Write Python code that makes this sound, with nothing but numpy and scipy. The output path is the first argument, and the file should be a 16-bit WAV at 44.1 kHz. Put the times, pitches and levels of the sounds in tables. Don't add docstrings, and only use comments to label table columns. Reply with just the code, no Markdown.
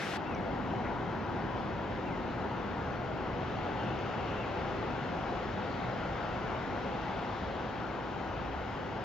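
import sys
import numpy as np
from scipy import signal
from scipy.fft import rfft, irfft
from scipy.io import wavfile
from scipy.ndimage import uniform_filter1d

SR = 44100
rng = np.random.default_rng(int(sys.argv[2]) if len(sys.argv) > 2 else 0)


def file_out(sig):
    cols = np.atleast_2d(sig).T
    lim = np.clip(cols, -1, 1)
    pcm = np.round(lim * 32767).astype(np.int16)
    wavfile.write(sys.argv[1], SR, pcm)


N = 398663
TIME, HZ = np.arange(N) / SR, np.fft.rfftfreq(N, 1 / SR)


def gain_of(db):
    return 10 ** (np.asarray(db) / 20)


def unit_rms(x):
    return x / np.sqrt(np.mean(x ** 2) + 1e-20)


def bell(x, width):
    return np.exp(-(x / width) ** 2)


def curve_at(points, hz):
    f, value = np.transpose(points)
    return np.interp(np.log(hz + 1), np.log(f + 1), value)


def swell(start_s, attack_s, hold_s, release_s):
    ramp = np.interp(TIME, start_s + np.cumsum([0, attack_s, hold_s, release_s]), [0, 1, 1, 0])
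    return np.sin(np.pi / 2 * ramp) ** 2


def wander(slow_hz=.6, fast_hz=2.5, count=20):
    t, rates = TIME[::512], np.geomspace(slow_hz, fast_hz, count)
    drift = sum(np.sin(2 * np.pi * (rate * t + rng.random())) / np.sqrt(rate) for rate in rates)
    return np.interp(TIME, t, unit_rms(drift))


# (frequency [Hz], coherence [0-1])
PORT_COHERENCE = [(60, 0.97), (130, 0.97), (210, 0.66), (320, 0.79), (650, 0.82), (1400, 0.87),
                  (2500, 0.71), (3800, 0.73), (5500, 0.51), (7000, 0.37)]
# (frequency [Hz], level [dB])
PORT_BALANCE = [(60, -1.5), (210, -1), (380, 0.6), (700, 4), (1300, 4.5), (3200, 4), (5000, 1),
                (8000, -0.5)]
# (frequency [Hz], phase [rad])
PORT_LEAD = [(80, 0.11), (260, 0.22), (600, 0.73), (760, 0.15), (1100, 0.61), (1400, .33), (3500, 0.29),
             (6000, 1), (7500, .1)]
def air(spectrum, patchy_db, size=2048):
    hop, hz = size // 4, np.fft.rfftfreq(size, 1 / SR)
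    a, b, c, d, patches = rng.standard_normal((5, N // hop + 5, len(hz)))
    patches = unit_rms(uniform_filter1d(uniform_filter1d(patches, size=10, axis=0), size=18, axis=1))
    coherence = curve_at(PORT_COHERENCE, hz)
    left = a + 1j * b
    right = coherence * left + np.sqrt(1 - coherence ** 2) * (c + 1j * d)
    right *= np.exp(-1j * curve_at(PORT_LEAD, hz))
    lean = gain_of(curve_at(PORT_BALANCE, hz) / 2)
    frames = np.array([left * lean, right / lean]) * gain_of(curve_at(spectrum, hz) + patchy_db * patches)
    ports = signal.istft(np.swapaxes(frames, 1, 2), nperseg=size, noverlap=size - hop)[1][:, :N]
    return ports / np.std(ports.mean(0))


# (time [s], length [s], crest hold [s], time to fall halfway [s], scoop [Hz], base level [dB])
WHISTLES = [(0.24, .235, .043, .088, 480, -58.3), (2.045, .185, .028, .044, 20, -60.6),
            (4.355, .145, .062, .034, 60, -56.8)]
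def distant_bird(crest_hz=2750, low_hz=1730, scoop_s=.014, flutter_hz=60, echo_db=-7, echo_t60_s=.6):
    song = np.zeros(N)
    for start, length, hold, fall, scoop_hz, db in WHISTLES:
        t = np.clip(TIME - start, 0, length)
        height = 1 / (1 + (np.maximum(t - hold, 0) / fall) ** 2)
        hz = low_hz + (crest_hz - low_hz) * height - scoop_hz * np.exp(-t / scoop_s)
        attack = np.minimum(t / .03, 1)
        fade = np.minimum((1 - t / length) / .4, 1)
        carry_db = 2.7 * (2.5 - height)
        song += attack * fade * gain_of(db + carry_db) * np.sqrt(2) * np.sin(2 * np.pi * np.cumsum(hz) / SR)
    flutter = signal.sosfilt(signal.butter(2, flutter_hz, fs=SR, output="sos"), rng.standard_normal(N))
    song *= 1 + .25 * unit_rms(flutter)
    tail = rng.standard_normal((2, SR)) * gain_of(-60 * TIME[:SR] / echo_t60_s)
    echo = signal.fftconvolve(song[None], tail / np.linalg.norm(tail[0]), axes=1)[:, :N]
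    return (song + gain_of(echo_db) * echo) * gain_of([[1.5], [-2]])


# (frequency [Hz], relative level [dB])
LEAF_SPECTRUM = [(500, -18.5), (1500, 2), (2900, 7), (3900, 0.5), (5700, -7), (7400, -16.5), (8200, -67.5),
                 (12000, -60)]
def distant_leaves(breeze, base_db=-55.5, grow_db_per_s=.1359, lift_db=2.5):
    db = base_db + grow_db_per_s * TIME + lift_db * breeze
    return air(LEAF_SPECTRUM, patchy_db=1.14) * gain_of(db + .17 * wander())


# (time [s], level [dB], pitch [Hz], half length [s])
TICKS = [(.3495, -43, 5750, .0005), (0.738, -25.2, 745, 0.0023), (0.856, -27, 1090, .0006),
         (3.991, -52, 5900, .0006)]
def ticks():
    out = np.zeros(N)
    for time, db, pitch_hz, half_s in TICKS:
        t = TIME - time
        out += gain_of(db) * bell(t, half_s) * np.sin(2 * np.pi * pitch_hz * t)
    return out * gain_of([[1], [-1]])


# (time [s], level [dB], centre [Hz], half length [s])
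SCUFFS = [(0.858, -46, 1950, 0.024), (2.315, -59, 3600, 0.023), (5.6, -54, 2900, 0.053),
          (7.35, -60.5, 3500, .55)]
def scuffs(relative_width=.34):
    out = np.zeros(N)
    for time, db, centre_hz, half_s in SCUFFS:
        band = irfft(rfft(rng.standard_normal(N)) * bell(HZ / centre_hz - 1, relative_width), N)
        out += gain_of(db) * bell(TIME - time, half_s) * unit_rms(band)
    return out * gain_of([[1], [-1]])


# (frequency [Hz], relative level [dB])
HISS_SPECTRUM = [(500, -21), (1100, -12.5), (1600, 3.5), (2800, -2.5), (3400, -5.5), (5500, -12),
                 (8000, -22.5), (11000, -28.5), (15000, -36.5), (16000, -59)]
def hiss(db=-42, stop_s=.171, fall_db_per_s=3998):
    fall_db = fall_db_per_s * np.maximum(TIME - stop_s, 0)
    return air(HISS_SPECTRUM, patchy_db=0) * gain_of(db - fall_db)


# (frequency [Hz], relative level [dB])
GUST_SPECTRUM = [(1000, -17.5), (2200, 1), (2800, 10.5), (3300, -0.5), (4500, -24.5), (8000, -57)]
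def gust(db=-55):
    envelope = swell(start_s=2.9, attack_s=.99, hold_s=.3, release_s=1.5)
    return air(GUST_SPECTRUM, patchy_db=1.5) * gain_of(db) * envelope


# (time [s], half length [s], centre [Hz], half width [Hz], level [dB])
WIND_SWELLS = [(0.827, 0.09, 795, 242, -42.5), (1.401, 0.94, 962, 70, -48.5), (2.5, 0.1, 848, 200, -44),
               (2.498, 0.24, 170, 90, -49), (4.498, 1, 380, 55.6, -49), (5.1, .5, 498.5, 70, -48),
               (6.151, 0.45, 1376, 110, -50.5), (7.078, .1, 847, 160, -44)]
def wind_swells(drift=.03):
    out = np.zeros(N)
    for time, half_s, centre_hz, width_hz, db in WIND_SWELLS:
        flicker = irfft(rfft(rng.standard_normal((2, N))) * bell(HZ, width_hz), N)
        phase = 2 * np.pi * np.cumsum(centre_hz * (1 + drift * wander())) / SR
        band = flicker[0] * np.cos(phase) + flicker[1] * np.sin(phase)
        out += gain_of(db) * bell(TIME - time, half_s) * unit_rms(band)
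    return out * gain_of([[1.8], [-2.2]])


# (frequency [Hz], relative level [dB])
BUFFET_SPECTRUM = [(10, -38.5), (22, -17), (34, -9), (52, -0.5), (70, -1.5), (110, -10.5), (250, -45),
                   (1000, -91)]
def buffet(db=-49.5, start_s=.04, attack_s=.34, lumpy_db=1.2):
    onset = np.clip((TIME - start_s) / attack_s, 0, 1) ** 2
    return air(BUFFET_SPECTRUM, patchy_db=.6, size=4096) * onset * gain_of(db + lumpy_db * wander())


# (frequency [Hz], relative level [dB])
RUMBLE_SPECTRUM = [(20, -39), (45, -17), (70, -5), (115, 2), (220, 0), (380, -3.5), (700, -16.5),
                   (2000, -37), (6000, -89)]
def wind_rumble(breeze, base_db=-37.5, build_db=3, build_s=.46, ease_db_per_s=.5, lift_db=.7):
    db = base_db - ease_db_per_s * TIME + lift_db * breeze
    db -= build_db * np.maximum(1 - TIME / build_s, 0)
    return air(RUMBLE_SPECTRUM, patchy_db=.63, size=4096) * gain_of(db - .38 * wander())


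# (frequency [Hz], relative level [dB])
RUSH_SPECTRUM = [(100, -29.5), (300, -7), (500, -0.5), (640, -1.46), (720, 0), (860, -0.6), (1000, -3.5),
                 (1180, -6.5), (1450, -6), (1750, -11.5), (2400, -17.5), (3500, -30), (6000, -52.5),
                 (9000, -88)]
def wind_rush(breeze, base_db=-39, ease_db_per_s=.093, lift_db=1.5):
    db = base_db - ease_db_per_s * TIME + lift_db * breeze
    return air(RUSH_SPECTRUM, patchy_db=.9) * gain_of(db - .02 * wander())


def scene():
    breeze = swell(start_s=3.17, attack_s=.62, hold_s=2.8, release_s=1.8)
    wind = wind_rumble(breeze) + wind_rush(breeze) + distant_leaves(breeze) + gust()
    return wind + buffet() + wind_swells() + hiss() + distant_bird() + ticks() + scuffs()


# (frequency [Hz], gain [dB])
HOUSING_RESPONSE = [(1750, 0), (2020, 1), (2200, 1), (2400, -2), (2560, 0.7), (2800, -0.5), (3100, 0)]
def record(dry, hum_hz=149.8, depth=.43, notch_hz=11, reach_hz=3600, thin_hiss_db=-80, cutoff_hz=15800):
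    harmonic = np.maximum(np.round(HZ / hum_hz), 1)
    notches = bell(HZ - hum_hz * harmonic, notch_hz) * (harmonic != 5)
    comb = 1 - depth * notches * bell(HZ, reach_hz)
    sound = irfft(rfft(dry) * comb * gain_of(curve_at(HOUSING_RESPONSE, HZ)), N)
    thin_hiss = irfft(rfft(rng.standard_normal((2, N))) * bell(HZ - 15300, 700), N)
    lowpass = signal.firwin(511, cutoff_hz, window=("kaiser", 9), fs=SR)
    return signal.oaconvolve(sound + gain_of(thin_hiss_db) * unit_rms(thin_hiss), lowpass[None], "same")


dry = scene()
out = record(dry)
file_out(out)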